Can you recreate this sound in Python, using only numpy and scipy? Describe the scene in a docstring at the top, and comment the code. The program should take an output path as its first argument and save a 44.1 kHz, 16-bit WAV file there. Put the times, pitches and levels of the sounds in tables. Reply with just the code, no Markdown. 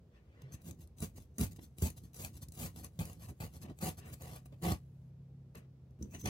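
"""Tearing paper along a ruler

A strip of thick paper is torn off along a steel ruler in short tugs, on a craft table in a small room.
Each rip is a shower of breaking fibres that also flutters the loose strip and shakes the table.
A finger brushes the sheet; at the end the ruler slides away, ringing faintly. A far engine drones."""
import sys
import numpy as np
from scipy import signal
from scipy.fft import rfft, irfft, next_fast_len
from scipy.io import wavfile
from scipy.ndimage import uniform_filter1d

SR = 44100
rng = np.random.default_rng(int(sys.argv[2]) if len(sys.argv) > 2 else 0)


def put_to_file(sound):
    """Save the sound as 16-bit audio at rate SR, in the file named by the first command-line argument."""
    columns = np.atleast_2d(sound).T  # one column per channel
    safe = np.clip(columns, -1, 1)
    whole_steps = np.round(safe * 32767)
    wavfile.write(sys.argv[1], SR, whole_steps.astype(np.int16))


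N = 277389
TIME = np.arange(N) / SR

# tugs that rip the paper; levels in all tables are relative:
# (time [s], rise [s], hold [s], crackle [dB], strain before it [dB], table shake [dB], strip boom [dB])
TUGS = [(0.632, 0.043, 0.014, -58, -73, -43, -60), (1.007, 0.016, 0.019, -47, -61, -37.5, -48),
        (1.378, 0.026, 0.038, -43.5, -73, -31.5, -40), (1.811, 0.015, 0.045, -43, -55.5, -35, -41),
        (2.176, 0.026, 0.06, -49.5, -52.5, -43, -69), (2.559, 0.052, 0.051, -46.5, -57, -39, -54.5),
        (2.989, 0.0016, 0.029, -54, -88, -35, -43.5), (3.398, 0.0063, 0.045, -53.5, -76, -41, -51.5),
        (3.803, 0.027, 0.061, -43, -65, -40.5, -41.5), (4.198, 0.012, 0.16, -60, -70, -48.5, -69),
        (4.613, 0.043, 0.064, -46.5, -78, -35.5, -37)]
# the growing strip: (time [s], flutter above crackle [dB], pitch [Hz])
STRIP = [(0.6, -2.5, 218), (1.9, -7.5, 189.7), (2.6, -4.5, 163), (3.0, 7.5, 164), (3.9, -1.5, 163.5),
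         (4.6, 6.5, 163.3)]
# flaps of the slack strip: (middle [s], length [s], flutter [dB], low flap [dB])
FLAPS = [(0.705, 0.13, -83, -51.5), (1.183, 0.022, -70, -46.5), (1.592, 0.025, -58, -47),
         (3.302, 0.091, -84, -48), (3.653, 0.057, -56, -47), (3.7, 0.09, -58, -44.5),
         (4.534, 0.053, -62.5, -52)]
# spectrum of the singing steel edge: (frequency [Hz], level [dB])
SING = [(2500, -15.5), (5550, -9.5), (6100, 10.5), (6500, -3.5), (7200, -7.5), (11000, -10.5), (15800, -4)]


def amp(db):
    """Amplitude ratio of a level in decibels."""
    return 10 ** (np.asarray(db) / 20)


def unit(x):
    """Normalisation to rms 1."""
    return x / np.sqrt(np.mean(x ** 2) + 1e-20)


def read(points, hz):
    """Interpolation of a spectrum on a log-frequency axis."""
    f, value = np.transpose(points)
    return np.interp(np.log(hz + 1), np.log(f), value)


def add(mix, s, sound):
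    """Superposition of a sound on the mix at time s."""
    part = mix[max(round(s * SR), 0):][:len(sound)]
    part += sound[:len(part)]


def colour(x, spectrum, size=4096):
    """Convolution with a minimum-phase response of energy 1 and the given spectrum."""
    log_gain = np.log(amp(read(spectrum, abs(np.fft.fftfreq(size, 1 / SR)))))
    response = np.exp(np.conj(signal.hilbert(log_gain)))
    ring = np.fft.ifft(response).real[:size // 2]
    return signal.oaconvolve(x, ring / np.linalg.norm(ring))[:N]


def resonate(x, hz, width):
    """Gliding resonance: two one-pole stages, each width Hz wide, follow the curve hz."""
    turn = np.exp(2j * np.pi * np.cumsum(hz) / SR)
    pole = np.exp(-np.pi * width / SR)
    once = signal.lfilter([1 - pole], [1, -pole], x / turn)
    return (turn * signal.lfilter([1 - pole], [1, -pole], once)).real


def steadied(x, span):
    """Division by the running rms over span seconds, which keeps the finer grain."""
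    window = signal.windows.hann(int(span * SR))
    power = signal.oaconvolve(x ** 2, window / window.sum(), "same")
    return x / np.sqrt(abs(power) + 1e-9)


def crackle(per_s, spread_db, clump_db):
    """Shot noise: random impulses of unequal size, in clumps of a few milliseconds."""
    clumps = unit(uniform_filter1d(rng.standard_normal(N), 110))
    height = amp(spread_db * np.minimum(rng.exponential(1, N), 4) + clump_db * clumps)
    impulses = height * rng.choice([-1, 1], N) * (rng.random(N) < per_s / SR)
    return steadied(impulses, span=0.05)


def bursts(events, decay_s):
    """Transient excitation: a decaying noise burst per event, its energy set by column 1."""
    out, t = np.zeros(N), TIME[:SR // 20]
    for row, grain in zip(events, rng.standard_normal((len(events), len(t)))):
        burst = grain * np.exp(-t / decay_s)
        add(out, row[0], amp(row[1]) * burst / np.linalg.norm(burst))
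    return out


def jolts(events, contact_s):
    """Contact force: a one-sided push per event, its impulse set by column 2."""
    out, u = np.zeros(N), TIME[:SR // 50] / contact_s
    push = u * np.exp(-u)
    for row in events:
        add(out, row[0], amp(row[2]) * push / push.sum())
    return out


def strokes(tables, column):
    """Amplitude envelope from a dB column of several strokes, silent between them."""
    gain = np.zeros(N)
    for rows in map(np.array, tables):
        gain = np.maximum(gain, amp(np.interp(TIME, rows[:, 0], rows[:, column], -np.inf, -np.inf)))
    return gain


def swell(rise, hold, release):
    """Envelope with linear rise, plateau and exponential decay."""
    t = TIME[:SR // 3]
    return np.minimum(t / max(rise, .001), 1) * np.exp(-np.maximum(t - rise - hold, 0) / release)


def arches(movements):
    """Incoherent addition: soft movements sum in power, one smooth arch each."""
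    power = np.zeros(N)
    for s, length, db in movements:
        progress = np.arange(0, length, 1 / SR) / length
        arch = np.sin(np.pi * progress ** 0.96) ** 2.8
        add(power, s - length / 2, (amp(db) * arch) ** 2)
    return power


def room_tone():
    """Diffuse noise is coherent between two microphones only at long wavelengths."""
    # room noise: (frequency [Hz], level [dB])
    spectrum = [(25, -46.5), (62, 2.5), (100, -3.5), (160, -6), (280, -18), (450, -20), (900, -34),
                (1700, -41.5), (6000, -48), (9300, -54.5), (15800, -53.5)]
    hz = np.fft.rfftfreq(N, 1 / SR)
    shared, *own = rfft(rng.standard_normal((3, N)))
    coherence = 1 / (1 + (hz / 900) ** 2)
    noise = np.sqrt(coherence) * shared + np.sqrt(1 - coherence) * np.array(own)
    return amp(-60.5) * unit(irfft(noise * amp(read(spectrum, hz)), N))


def engine():
    """Periodic firing gives a far engine a harmonic series that wavers with its speed."""
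    # harmonics: (multiple of the firing rate, level [dB])
    orders = [(3, -6.5), (4, 2), (5, -6), (7, -17)]
    # the engine's running: (time [s], firing rate [Hz], level [dB])
    running = [(0, 30.64, -83.5), (1.999, 32.09, -61.5), (3.501, 32.44, -66.5), (4.3, 33.15, -55),
               (4.9, 33.08, -54), (5.399, 33.43, -54), (5.65, 32.73, -58.5), (6.29, 32.5, -57)]
    s, rate, db = np.transpose(running)
    hz = np.fft.rfftfreq(N, 1 / SR)
    waver = unit(irfft(rfft(rng.standard_normal(N)) * np.exp(-hz / 6), N))
    cycles = np.cumsum(np.interp(TIME, s, rate) * (1 + 0.00689 * waver)) / SR
    drone = sum(amp(level) * np.sin(2 * np.pi * (k * cycles + rng.random())) for k, level in orders)
    return amp(np.interp(TIME, s, db)) * unit(drone)


def finger():
    """Sliding friction of skin on paper makes soft noise; stick-slip makes one brief judder."""
    # brushes over the sheet, one list a stroke: (time [s], level [dB])
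    brushes = [
        [(0.1, -89), (0.16, -71.5), (0.23, -86), (0.42, -71), (0.62, -77.5)],
        [(3.98, -67.5), (4.1, -63.5), (4.18, -102)],
        [(5.548, -56), (5.556, -58), (5.58, -71.5), (5.66, -81)],
    ]
    # skin on paper: (frequency [Hz], level [dB])
    skin = [(100, -2), (450, 9.5), (800, -4), (1400, -3.5), (2200, -3), (4000, -13.5), (15000, -34.5)]
    rub = crackle(per_s=9000, spread_db=2, clump_db=1.5)
    out = amp(5) * colour(rub * strokes(brushes, column=1), skin)
    grip_s, judder_s, judder_hz = 0.422, 0.08, 131.5
    t = TIME[:int(judder_s * SR)]
    envelope = signal.windows.tukey(len(t), .5) * np.exp(-t / judder_s)
    add(out, grip_s, amp(-43) * np.sin(2 * np.pi * judder_hz * t) * envelope)
    return out


def tearing():
    """Fracture of fibres radiates a hiss and forces the steel edge, strip and table to vibrate."""
    # fibres give way or the sheet buckles: (time [s], snap [dB], jolt to the table [dB])
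    snap_events = [(0.419, -51.5, -43), (0.521, -53, -53), (0.541, -52, -30.5), (0.618, -55, -71),
                   (0.71, -42, -37), (0.874, -57.5, -60), (0.984, -46, -41), (1.004, -40, -31),
                   (1.025, -31.5, -25), (1.383, -31, -27), (1.411, -27, -19), (1.784, -41, -34.5),
                   (1.822, -31, -13.5), (1.902, -38.5, -58), (2.133, -54.5, -56.5), (2.144, -41, -60),
                   (2.248, -30.5, -52.5), (2.429, -51, -68), (2.485, -44.5, -34), (2.521, -43, -40),
                   (2.761, -40.5, -66), (2.845, -36.5, -52), (2.991, -36, -38), (3.004, -40, -29.5),
                   (3.054, -38, -52), (3.131, -47, -56), (3.407, -40.5, -24), (3.788, -44.5, -36),
                   (3.813, -39, -45), (4.221, -38, -62), (4.361, -41, -57), (4.623, -42, -48),
                   (4.635, -38, -47), (4.72, -30, -18.5), (5.553, -44.5, -54), (5.908, -68, -41.5)]
    # spectra of breaking fibres, fluttering strip and table: (frequency [Hz], level [dB])
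    fibre_spectrum = [(600, -7.5), (1150, -7), (1700, -12), (2300, -4.5), (3100, -10), (3900, -1.5),
                      (5300, -5), (6350, -0.5), (7600, -2), (10800, 0), (12800, -1.5), (15800, -5.5)]
    flutter_spectrum = [(150, -1), (330, 2.5), (480, 3), (590, -1), (730, 1.5), (930, -6), (1140, -5),
                        (1500, -15), (2200, -10.5), (3000, -13), (4500, -16), (12000, -29.5)]
    table_spectrum = [(25, -42), (48, -7.5), (72, 2), (100, 4), (130, -7.5), (163, 2), (200, -12),
                      (235, -8.5), (280, -14.5), (325, -10.5), (420, -23.5), (900, -43)]
    crackling, fluttering, shaking = effort()
    # a gentle pull breaks fibres one by one; a hard one merges them into a rasp
    merge_db = -52.5
    gentle = 1 / (1 + (crackling / amp(merge_db)) ** 2)
    ticking = crackle(per_s=6000, spread_db=3.9, clump_db=2.2)
    rasp = crackle(per_s=9000, spread_db=3.7, clump_db=1.4)
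    fibres = np.sqrt(gentle) * ticking + np.sqrt(1 - gentle) * rasp
    snaps = bursts(snap_events, decay_s=0.0009)
    fracture = fibres * crackling + amp(14.5) * snaps
    hiss = amp(-2.5) * colour(fracture, fibre_spectrum)
    edge = amp(-6.5 - 7 * TIME) * colour(fracture, SING)  # the ruler sings most near its free end
    flutter = amp(-0.5) * colour(fibres * fluttering + snaps, flutter_spectrum)
    shake = amp(-4) * steadied(colour(fibres, table_spectrum), span=0.13) * shaking
    thump = amp(15.5) * colour(jolts(snap_events, contact_s=0.000436), table_spectrum)
    return hiss + edge + flutter + shake + thump + strip_boom(fibres)


def effort():
    """Common modulation: the same tugs and grips set the gains of crackle, flutter and shaking."""
    # the paper bends under a new grip: (middle [s], length [s], crackle [dB])
    rustles = [(0.539, 0.054, -55.5), (0.819, 0.078, -63.5), (1.176, 0.056, -58.5), (1.217, 0.073, -66),
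               (1.522, 0.042, -59), (1.566, 0.035, -62.5), (1.635, 0.082, -61), (1.978, 0.043, -55),
               (2.048, 0.064, -66), (2.357, 0.089, -62.5), (2.374, 0.031, -55.5), (2.429, 0.043, -50.5),
               (2.789, 0.11, -55.5), (2.85, 0.071, -53.5), (3.084, 0.23, -58.5), (3.236, 0.13, -58.5),
               (3.296, 0.058, -57), (3.556, 0.092, -58.5), (3.628, 0.055, -55), (3.987, 0.043, -51.5),
               (4.084, 0.12, -62.5), (4.136, 0.048, -51), (4.461, 0.021, -60.5), (5.579, 0.051, -64.5)]
    # the held strip stirs faintly: (time [s], crackle [dB])
    held = [(0.5, -101), (2.0, -82.5), (5.1, -87)]
    handling = strain() + arches(rustles) + strokes([held], column=1) ** 2
    crackling = tugs(column=3, release=0.015) + handling
    s, flutter_db, _ = np.transpose(STRIP)
    looseness = amp(np.interp(TIME, s, flutter_db))
    fluttering = looseness ** 2 * (tugs(column=3, release=0.016) + amp(-7) ** 2 * handling)
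    fluttering += arches(flap[:3] for flap in FLAPS)
    # a grip shakes the table for longer than it rustles, and only a little more when it is louder
    grips = [(middle, 2.12 * length, -45.5 + 0.23 * (db + 47)) for middle, length, db in rustles]
    shaking = tugs(column=5, release=0.029) + arches(grips)
    return np.sqrt([crackling, fluttering, shaking])


def strain(lead_s=0.046, rise_s=0.039):
    """Rising stress breaks the first fibres just before each rip; returns their power."""
    power = np.zeros(N)
    envelope = swell(rise_s, lead_s - rise_s, release=0.019)
    for s, _, _, _, db, _, _ in TUGS:
        add(power, s - lead_s, (amp(db) * envelope) ** 2)
    return power


def tugs(column, release):
    """Loading and relaxation: each rip builds, runs and dies; returns the power of one dB column."""
    power = np.zeros(N)
    for row in TUGS:
        s, rise, hold = row[:3]
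        add(power, s, (amp(row[column]) * swell(rise, hold, release)) ** 2)
    return power


def strip_boom(fibres):
    """Membrane modes: the jerked strip booms like a sail, lower and fuller as it lengthens."""
    # modes of the strip: (multiple of its pitch, width [Hz], level [dB])
    modes = [(1, 55, 0), (2, 45.5, -6), (4.4, 113.3, -12.5), (6.8, 119, -19)]
    full_hz, overtone_db_per_octave = 166, -27.5
    s, _, pitch = np.transpose(STRIP)
    hz = np.interp(TIME, s, pitch)
    overtones = amp(overtone_db_per_octave * np.log2(hz / full_hz))
    boom = sum(amp(db) * (overtones if k > 1 else 1) * unit(resonate(fibres, k * hz, width))
               for k, width, db in modes)
    return steadied(boom, span=0.14) * np.sqrt(tugs(column=6, release=0.0037))


def flapping():
    """Air displacement: the slack strip bellies in and out with a soft, low flap."""
    # the bellying strip: (frequency [Hz], level [dB])
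    belly = [(50, -12), (90, 7), (160, 2.5), (240, 0), (330, 0.5), (420, -9.5), (700, -17.5), (2500, -50)]
    air = steadied(colour(rng.standard_normal(N), belly), span=0.038)
    return air * np.sqrt(arches((s, length, db) for s, length, _, db in FLAPS))


def ruler():
    """Friction makes the sliding steel scrape and sing; impacts leave its modes in free decay."""
    # the slide: (time [s], scrape [dB], table shake [dB], singing [dB])
    slide = [(5.99, -97, -47, -99), (6.015, -99, -34, -101), (6.07, -99, -40.5, -103),
             (6.11, -81, -48, -66), (6.146, -49.5, -58, -54.5), (6.178, -70, -41, -68),
             (6.2, -76, -47, -51), (6.215, -72, -48, -51), (6.226, -77, -48, -66), (6.245, -65, -25.5, -55),
             (6.26, -40.5, -34, -55), (6.29, -46.5, -47, -54)]
    # knocks on the table: (time [s], tick [dB], jolt [dB], ring [dB])
    knocks = [(6.011, -78, -26, -91), (6.025, -52, -64, -52.5), (6.256, -34, -26, -46),
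              (6.273, -36, -46, -65)]
    # modes of the ruler: (frequency [Hz], level [dB], 60 dB decay time [s])
    steel = [(6220, -2, 0.028), (6030, 10, 0.015), (7630, -10, 0.06), (8450, -7, 0.04)]
    # spectra of the scraping edge and the rumbling table: (frequency [Hz], level [dB])
    scrape_spectrum = [(200, 19.5), (550, 4), (720, 8), (1400, -2.5), (2000, 0), (2600, 8), (3300, -3),
                       (5400, -5.5), (6500, -17), (11000, -5.5), (15800, -33)]
    rumble_spectrum = [(30, -53), (65, 12), (130, -6), (195, 4.5), (300, -6), (450, -10), (900, -46)]
    grit = crackle(per_s=9000, spread_db=3, clump_db=2)
    ticks = bursts(knocks, decay_s=0.002)
    scrape = amp(5.5) * colour(grit * strokes([slide], column=1), scrape_spectrum)
    sing = colour(grit * strokes([slide], column=3) + amp(19) * ticks, SING)
    t, ring = TIME[:SR // 3], np.zeros(N)
    modes = sum(amp(db - 60 * t / t60) * np.sin(2 * np.pi * hz * t) for hz, db, t60 in steel)
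    for s, _, _, ring_db in knocks:
        add(ring, s, amp(ring_db) * modes)
    shake = amp(-10.5) * steadied(colour(grit, rumble_spectrum), span=0.064) * strokes([slide], column=2)
    thump = amp(12.5) * colour(jolts(knocks, contact_s=0.00012), rumble_spectrum)
    return scrape + sing + ring + shake + thump


def reflections(t60, build_s):
    """Diffuse reflections build up and decay exponentially; each microphone has its own, of energy 1."""
    t = TIME[:SR // 2]
    taps = rng.standard_normal((2, len(t))) * (rng.random((2, len(t))) < .2)
    taps *= np.exp(-np.log(1000) * t / t60) * (1 - np.exp(-t / build_s))
    return taps / np.linalg.norm(taps, axis=1, keepdims=True)


def propagate(x, direct_treble_db, room_db, right_lag_samples=10, sets=11, turn_s=0.035):
    """Multipath propagation: direct sound, scattering off the moving hands, and room reverberation."""
    # long waves pass the hands and reach both microphones nearly alike
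    treble = signal.lfilter(*signal.butter(1, 850, "high", fs=SR), x)
    direct = x - (1 - amp(direct_treble_db)) * treble
    out = np.array([direct, np.pad(direct, (right_lag_samples, 0))[:N]])
    for k in range(sets):
        # sets of reflections take turns in an equal-power crossfade
        away = (TIME / turn_s - k + sets / 2) % sets - sets / 2
        part = treble * np.cos(np.pi / 2 * np.minimum(abs(away), 1))
        hands = reflections(t60=0.019, build_s=0.00027)[:, :SR // 20]
        out += amp(-0.58) * signal.oaconvolve(part[None], hands, axes=1)[:, :N]
    # the furnished room absorbs the highest treble
    wet = signal.lfilter(*signal.butter(1, [240, 9500], "band", fs=SR), x)
    room = reflections(t60=0.098, build_s=0.023)
    return out + amp(room_db) * signal.oaconvolve(wet[None], room, axes=1)[:, :N]


def microphones(pair):
    """The two microphones differ in level and phase by frequency, at constant total power gain."""
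    # left minus right: (frequency [Hz], level [dB])
    tilt = [(450, 0), (1050, -3), (2000, 3), (3800, 4.5), (4700, 2.5), (6500, 4.5), (7500, 12), (8500, 6.5),
            (10000, 1.5), (13000, 0.5)]
    # the right microphone's port turns its phase against the left: (frequency [Hz], phase [rad])
    port_phase = [(4500, 0), (6300, 1.9), (9500, 3.4), (12500, 5.5)]
    size = next_fast_len(N + SR, True)
    hz = np.fft.rfftfreq(size, 1 / SR)
    sides = amp(np.outer([.5, -.5], read(tilt, hz)))
    sides /= np.sqrt(np.mean(sides ** 2, axis=0))
    ports = np.exp(1j * np.outer([-.5, .5], read(port_phase, hz)))
    return irfft(rfft(pair, size) * ports * sides, size)[:, :N]


def scene():
    """Superposition of all sources at the two microphones."""
    craft = tearing() + flapping() + finger() + ruler()
    arriving = propagate(craft, direct_treble_db=-5.5, room_db=-9.5)
    return microphones(arriving) + room_tone() + engine()


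def record(dry):
    """Band limiting removes the lowest rumble and the highest treble."""
    lean = signal.sosfilt(signal.butter(4, 42, "high", fs=SR, output="sos"), dry)
    lowpass = signal.firwin(511, 15950, window=("kaiser", 9), fs=SR)
    return signal.oaconvolve(lean, lowpass[None], "same", axes=1)


dry = scene()
out = record(dry)
put_to_file(out)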